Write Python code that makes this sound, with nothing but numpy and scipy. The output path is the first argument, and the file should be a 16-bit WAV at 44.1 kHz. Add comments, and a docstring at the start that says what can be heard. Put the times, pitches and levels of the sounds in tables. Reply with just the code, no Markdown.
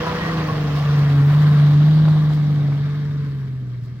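"""A six-cylinder car's exhaust booms as it slides past on a dry field at high revs and drives off.
The cylinders fire so fast that their puffs blend into a low note, loudest as the tail swings
towards the listener. The spinning wheels churn gritty soil and throw clods; brief hisses come and go.
In the engine bay a fan whines and a belt chirps; with distance everything fades and dulls."""
import sys
import numpy as np
from scipy import signal
from scipy.fft import rfft, irfft
from scipy.io import wavfile

SR = 44100
rng = np.random.default_rng(int(sys.argv[2]) if len(sys.argv) > 2 else 0)


def log_audio(samples):
    """Write samples as a 16-bit WAV file to the path given in sys.argv[1]."""
    # one column per channel
    frames = np.atleast_2d(samples).T
    # limit to full scale, then quantise
    limited = np.clip(frames, -1, 1)
    pcm = np.round(limited * 32767).astype(np.int16)
    wavfile.write(sys.argv[1], SR, pcm)


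N = 176400
T = np.arange(N) / SR

# How alike noise is in the two ears: pitch_hz, likeness (1 = the same)
LIKENESS = [(100, 1), (200, 1), (300, 0.92), (600, .72), (1100, 0.98), (1800, 0.55), (2600, 0.4),
            (3500, 0.29), (5000, .25), (8000, .1), (15000, .05)]


def exhaust(firings):
    """Each firing pushes out a puff of gas: the puffs make a boom, the swirling gas a rumble."""
    # The boom at the firing rate: time_s, level_db
    boom_levels = [(0.0, -28.5), (0.22, -30.5), (0.28, -23.5), (0.42, -22), (0.49, -26), (0.62, -21),
                   (0.85, -18), (1.0, -13.5), (1.06, -14.5), (1.2, -12.5), (1.72, -11), (2.08, -12),
                   (2.35, -16.5), (2.68, -17.0), (2.9, -21), (3.2, -22.5), (3.45, -26.0), (3.85, -27.5),
                   (4.0, -32)]
    # Tones at two and three times that rate: time_s, second_db, third_db
    overtone_levels = [(0, -35, -46), (.18, -45, -34), (.3, -34, -50), (.65, -35.5, -43),
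                       (.9, -44.5, -51.5), (1.18, -32.5, -47.5), (1.42, -46.5, -40.5), (1.75, -35, -49),
                       (2.15, -38.5, -60), (2.6, -37.5, -49), (2.9, -47, -53.5), (3.3, -45.5, -56.5),
                       (4, -62, -68)]
    # Tones from unequal cylinders: times_per_engine_cycle, relative_db
    uneven_tones = [(2, -18), (3, -7), (4, -0.5), (5, -7), (7, 1), (8, -2), (9, -8), (10, -19), (11, -8.5),
                    (13, -21), (14, -15.5), (15, -21.5), (21, -21), (24, -19)]
    # Rise and fall of those tones and the rumble: time_s, relative_db
    rumble_levels = [(0, -35), (.3, -34), (.8, -35), (1.5, -32.5), (2.1, -33.5), (2.7, -35.5), (3.3, -39.5),
                     (4, -46)]
    # The rumble's colour: pitch_hz, relative_db
    rumble_spectrum = [(50, -21.5), (75, -17.5), (105, -0.5), (128, 1), (148, -1), (172, -1.5), (205, -3),
                       (250, -6.5), (310, -11.5), (420, -17), (700, -44.5)]
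    # Deep buffeting of the gas: time_s, level_db
    thump_levels = [(0, -39), (.9, -36.5), (1.7, -37), (2.3, -42.5), (3.2, -50.5), (4, -48)]
    # The buffeting's colour: pitch_hz, relative_db
    thump_spectrum = [(20, -8.5), (45, -2.5), (75, 3.5), (110, -2.5), (180, -15)]
    # How much later the left ear hears the exhaust: time_s, lag_ms
    left_lag = [(0, 0.077), (.5, -0.095), (.68, -0.16), (1.05, 0.057), (1.55, 0.044), (2.3, 0.22),
                (2.9, .22), (3.3, 0.26), (4, 0.36)]
    boom_db, = curves(boom_levels)
    rumble_db, = curves(rumble_levels)
    thump_db, = curves(thump_levels)
    lag_ms, = curves(left_lag)
    tones = from_db(boom_db) * flutter(.03, 33) * tone(firings)
    for multiple, db in enumerate(curves(overtone_levels), start=2):
        tones += from_db(db) * flutter(.17, 36) * tone(multiple * firings)
    cycles = firings / 6  # six firings to an engine cycle
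    for multiple, db in uneven_tones:
        gain = from_db(rumble_db + db - 4) * flutter(.32, 5)
        tones += gain * tone(multiple * cycles + .08 * drift(2.3))
    rumble = from_db(rumble_db + 2.5) * coloured_noise(rumble_spectrum)
    thump = from_db(thump_db) * coloured_noise(thump_spectrum)
    left, right = tones + rumble + thump
    return np.array([delayed(left, lag_ms / 1000), right])


def churning_soil(firings):
    """Tyres tear up soil and the engine rushes: a gritty noise that throbs with the firings."""
    # Loudness of four pitch zones: time_s, low_db, middle_db, treble_db, top_db
    zone_levels = [(0, -33, -31.5, -39.5, -57), (.25, -34, -31, -40, -55.5), (.6, -35, -35, -43, -57.5),
                   (1.0, -37, -35, -43, -57.5), (1.25, -40, -36.5, -46, -57.5),
                   (1.45, -38.5, -35, -44, -56), (1.9, -41, -40, -45, -60.5), (2.1, -44, -41, -46.5, -60.5),
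                   (2.68, -44, -45, -52, -65.5), (2.85, -49.5, -44.5, -51.5, -67),
                   (3.3, -61, -49.5, -58, -69.5), (3.6, -59.5, -56.5, -63, -73.5),
                   (4, -65.5, -57, -63.5, -76)]
    # Colour within the zones as the car moves: pitch_hz, beside_db, turning_db, far_db
    colour = [(350, -5, -9, -5), (470, -4, -3.5, -3.5), (560, -9, -4.5, -2), (700, -3, -3.5, 1.5),
              (875, -10, -6.5, -14), (1040, -2.5, -4, -7.5), (1480, -11, -7, -6), (1890, -10, -9.5, -6.5),
              (2170, -16.5, -14, -11), (2720, -18.5, -24.5, -21), (3200, -19.5, -15.5, -18.5),
              (4000, -24.5, -14, -22.5), (4860, -24, -25, -21), (6120, -33, -31, -30.5),
              (7500, -41, -40.5, -39), (9300, -42, -42.5, -44), (11200, -43.5, -46.5, -46),
              (13400, -44.5, -42.5, -41), (15500, -36, -38, -43)]
    # How much louder the left is than the right: pitch_hz, near_db, far_db
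    balance = [(300, 2.5, 0), (520, -11.5, 0.5), (800, 2.5, -0.5), (1010, -4, -1), (1400, 8, 4.5),
               (1950, 4, 8.5), (2330, -5.5, -6), (2980, -12, -17.5), (3700, -6.5, -5.5),
               (4300, -4.5, -12.5), (5300, -3, 1.5), (7200, -9, -13.5), (9000, 3, 3), (11000, -2, -5),
               (13500, -0.5, 8), (15070, 8, 6)]
    stage_times_s = [.74, 2, 4.3]  # beside, turning, far
    turn_start_s, turn_end_s, left_lag_s = .6, 1.2, .0001
    zone_db = np.array(curves(zone_levels)) + [[-.38], [-.64], [-.82], [-.75]]
    away = np.clip((T - turn_start_s) / (turn_end_s - turn_start_s), 0, 1)
    stage_fades = np.array([np.interp(T, stage_times_s, row) for row in np.eye(3)])
    edges_hz = np.geomspace(352, 16500, 23)
    centres_hz = np.sqrt(edges_hz[1:] * edges_hz[:-1])
    zones = np.searchsorted([900, 2400, 7400], centres_hz)
    stage_gains = from_db([at_pitch(colour, centres_hz, column) for column in (1, 2, 3)])
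    powers = stage_gains ** 2 * np.diff(edges_hz)
    throb = 1 + .18 * np.sin(2 * np.pi * firings)
    streams = [grit() * throb, grit() * throb]
    shared_drift = drift(21)
    out = np.zeros((2, N))
    for band, (hz, zone) in enumerate(zip(centres_hz, zones)):
        alike = np.clip(at_pitch(LIKENESS, hz), 0, .95)
        noise = filtered(streams[band % 2], 3, edges_hz[band:band + 2], "band")
        pair = unit_power(stereo(noise, alike))
        balance_db = (1 - away) * at_pitch(balance, hz) + away * at_pitch(balance, hz, column=2)
        lean = from_db(balance_db / 2)
        # Power of the two sides averaged, allowing for the lean and the lag.
        centre_power = (lean ** 2 + lean ** -2 + 2 * alike * np.cos(2 * np.pi * hz * left_lag_s)) / 4
        share_of_zone = (powers[:, band] / powers[:, zones == zone].sum(axis=1)) @ stage_fades
        flicker_db = 1.25 * (.44 * shared_drift + drift(20))
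        gain = from_db(zone_db[zone] + flicker_db) * np.sqrt(share_of_zone / centre_power)
        out += gain * np.array([lean, 1 / lean]) * pair
    left, right = add_echo(out)
    return np.array([delayed(left, round(left_lag_s * SR) / SR, before=0), right])


def grit():
    """Two streams of tiny impacts of uneven size in a smooth rush."""
    grains_per_s, grain_share = 1500, .23
    sizes = from_db(4.5 * np.minimum(rng.exponential(1, (2, N)), 5))
    signs = rng.choice([-1, 1], (2, N))
    hits = rng.random((2, N)) < grains_per_s / SR
    rush = rng.standard_normal((2, N))
    return np.sqrt(grain_share) * unit_power(sizes * signs * hits) + np.sqrt(1 - grain_share) * rush


def add_echo(pair):
    """A nearby reflection adds a slightly swaying echo of the treble, which hollows the hiss."""
    # Strength of the echo: time_s, gain
    echo_gain = [(0, 0.13), (1.2, 0.13), (2, 0.15), (4, 0.36)]
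    echo_s, sway_s = .00189, .00001
    gain, = curves(echo_gain)
    treble = filtered(pair, 1, 1520, "high")
    echo = np.array([delayed(side, echo_s + sway_s * drift(.93), before=0) for side in treble])
    return pair + gain * echo


def clods():
    """Lumps of soil hit the underside of the car with a dull knock, then crumble."""
    # The hits: start_s, relative_db
    hits = [(1.876, -25.5), (1.971, -28.5), (2.042, -22), (2.054, -19.5), (2.081, -16.5), (2.127, -22),
            (2.154, -24), (2.165, -23.5), (2.206, -26.5), (2.305, -20.5), (2.376, -26), (2.684, -26.5),
            (2.721, -28)]
    crumble_db, knock_db, decay_s = .5, 23.5, .013
    crumble = np.zeros(N)
    for start_s, db in hits:
        fade = np.exp(-np.clip((T - start_s) / decay_s, 0, 50))
        crumble += from_db(db + crumble_db) * (T >= start_s) * fade
    blows = crumble * (rng.standard_normal(N) + .5 * rng.standard_normal((2, N)))
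    for start_s, db in hits:
        blows[:, int(start_s * SR)] += from_db(db + knock_db)
    return filtered(blows + 1e-18, 2, [500, 1180], "band")


def cooling_fan(firing_hz):
    """The blades whine. The fan is driven through a fluid, so its pitch follows the revs late."""
    # The whine: time_s, level_db
    whine_levels = [(0, -32), (.4, -38), (.7, -40.5), (1.1, -42), (1.5, -45.5), (1.9, -53), (2.25, -46),
                    (2.55, -52.5), (3.0, -46), (3.3, -50), (3.6, -56.5), (4, -61.5)]
    slip_s, blades_per_firing = .17, 3.065
    whine_db, = curves(whine_levels)
    hold = np.exp(-1 / (slip_s * SR))
    trailing_hz = firing_hz[0] + signal.lfilter([1 - hold], [1, -hold], firing_hz - firing_hz[0])
    return from_db(whine_db) * flutter(.11, 23) * tone(blades_per_firing * np.cumsum(trailing_hz) / SR)


def belt_chirps():
    """The engine's belt gives short, wavering chirps."""
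    # The chirps: peak_s, width_s, pitch_hz, level_db
    chirps = [(0.083, 0.024, 992, -27.5), (0.24, 0.052, 1897, -32), (0.322, 0.061, 1130, -38.5),
              (0.504, 0.018, 1095, -32)]
    waver_hz = 14
    out = np.zeros(N)
    for peak_s, width_s, hz, db in chirps:
        gain = from_db(db) * swell(peak_s, width_s) * flutter(.35, 50)
        out += gain * tone(np.cumsum(hz + waver_hz * drift(52)) / SR)
    return out


def hiss_bursts():
    """Short, bright bursts of hiss, and one faint high tick near one second."""
    # The bursts and the tick: peak_s, width_s, level_db
    bursts = [(0.791, .04, -47), (0.993, .004, -45), (2.343, .025, -51.5), (3.85, 0.024, -59.5)]
    # Their colour: pitch_hz, relative_db
    spectrum = [(1500, -15), (4500, 6), (7000, -6.5), (11000, -12), (15000, -7)]
    gain = sum(from_db(db) * swell(peak_s, width_s) for peak_s, width_s, db in bursts)
    return gain * from_db(2 * drift(150)) * coloured_noise(spectrum)


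def from_db(db):
    """Turn decibels into a gain to multiply by."""
    return 10 ** (np.asarray(db) / 20)


def unit_power(x):
    """Scale a signal to an average power of 1."""
    return x / np.sqrt(np.mean(x ** 2) + 1e-20)


def curves(rows):
    """Join a table's points over time, one curve for each column after the first."""
    times_s, *columns = np.transpose(rows)
    return [np.interp(T, times_s, column) for column in columns]


def at_pitch(rows, hz, column=1):
    """Read a table's column at the given pitch."""
    table = np.array(rows)
    return np.interp(np.log(hz), np.log(table[:, 0]), table[:, column])


def drift(rate_hz):
    """A smooth random wander, about 1 in size; a higher rate wanders faster."""
    step, warm_up = 40, 2000
    hold = np.exp(-2 * np.pi * step * rate_hz / SR)
    noise = rng.standard_normal(N // step + warm_up + 2)
    slow = signal.lfilter([1], [1, -2 * hold, hold * hold], noise)[warm_up:]
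    return np.interp(np.arange(N) / step, np.arange(len(slow)), unit_power(slow))


def flutter(depth, rate_hz):
    """A gain that wobbles at random around 1."""
    return 1 + depth * drift(rate_hz)


def tone(turns):
    """A sine wave of power 1 that follows a running count of turns from a random start."""
    return np.sqrt(2) * np.sin(2 * np.pi * (turns + rng.random()))


def swell(peak_s, width_s):
    """A bell-shaped rise and fall."""
    return np.exp(-.5 * np.minimum(((T - peak_s) / width_s) ** 2, 100))


def stereo(noises, alike):
    """Mix two noises into left and right: one is shared, the other has opposite signs."""
    mid, side = noises
    return np.sqrt(1 + alike) * mid + np.sqrt(1 - alike) * side * [[1], [-1]]


def coloured_noise(spectrum):
    """Stereo noise with the given colour, alike on both sides in the bass."""
    hz = np.maximum(np.arange(N // 2 + 1) * SR / N, 1)
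    noises = rfft(rng.standard_normal((2, N))) * from_db(at_pitch(spectrum, hz))
    low_cut = 1 / (1 + (spectrum[0][0] / 2 / hz) ** 4)
    high_cut = 1 / (1 + (hz / 2 / spectrum[-1][0]) ** 4)
    return unit_power(irfft(low_cut * high_cut * stereo(noises, at_pitch(LIKENESS, hz)), N))


def filtered(x, order, hz, kind):
    """Keep one range of pitches; a higher order gives steeper edges."""
    return signal.sosfilt(signal.butter(order, hz, kind, fs=SR, output="sos"), x)


def delayed(x, lag_s, before=None):
    """Make a signal arrive later; `before` fills the gap at the start."""
    return np.interp(T - lag_s, T, x, left=before)


def scene():
    """The revs drive the exhaust, fan and churning; chirps, clods and hisses come at set times."""
    # How often the cylinders fire: time_s, rate_hz
    firing_rates = [(0.0, 159.8), (0.3, 163.8), (0.52, 151.4), (0.72, 146.4), (0.98, 144.2), (1.22, 140.7),
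                    (1.4, 149.6), (1.55, 146.4), (1.76, 145.5), (1.9, 152.8), (2.04, 153.7), (2.52, 146.6),
                    (2.75, 141.6), (2.98, 146.4), (3.2, 142.9), (3.58, 128.2), (3.82, 119.5), (4.0, 124.5)]
    firing_hz, = curves(firing_rates)
    firings = np.cumsum(firing_hz * flutter(.0015, 10)) / SR  # running count
    boom = exhaust(firings)
    bay = cooling_fan(firing_hz) + belt_chirps()
    bay_pair = np.array([delayed(bay, lag_s=.00018), bay])
    return boom + bay_pair + churning_soil(firings) + clods() + hiss_bursts()


def record(dry):
    """Start softly and cut off the highest treble steeply."""
    fade_in_s, cutoff_hz = .004, 15800
    fade_in = np.minimum(T / fade_in_s, 1)
    return signal.sosfilt(signal.ellip(12, .1, 80, cutoff_hz, fs=SR, output="sos"), dry * fade_in)


dry = scene()
out = record(dry)
log_audio(out)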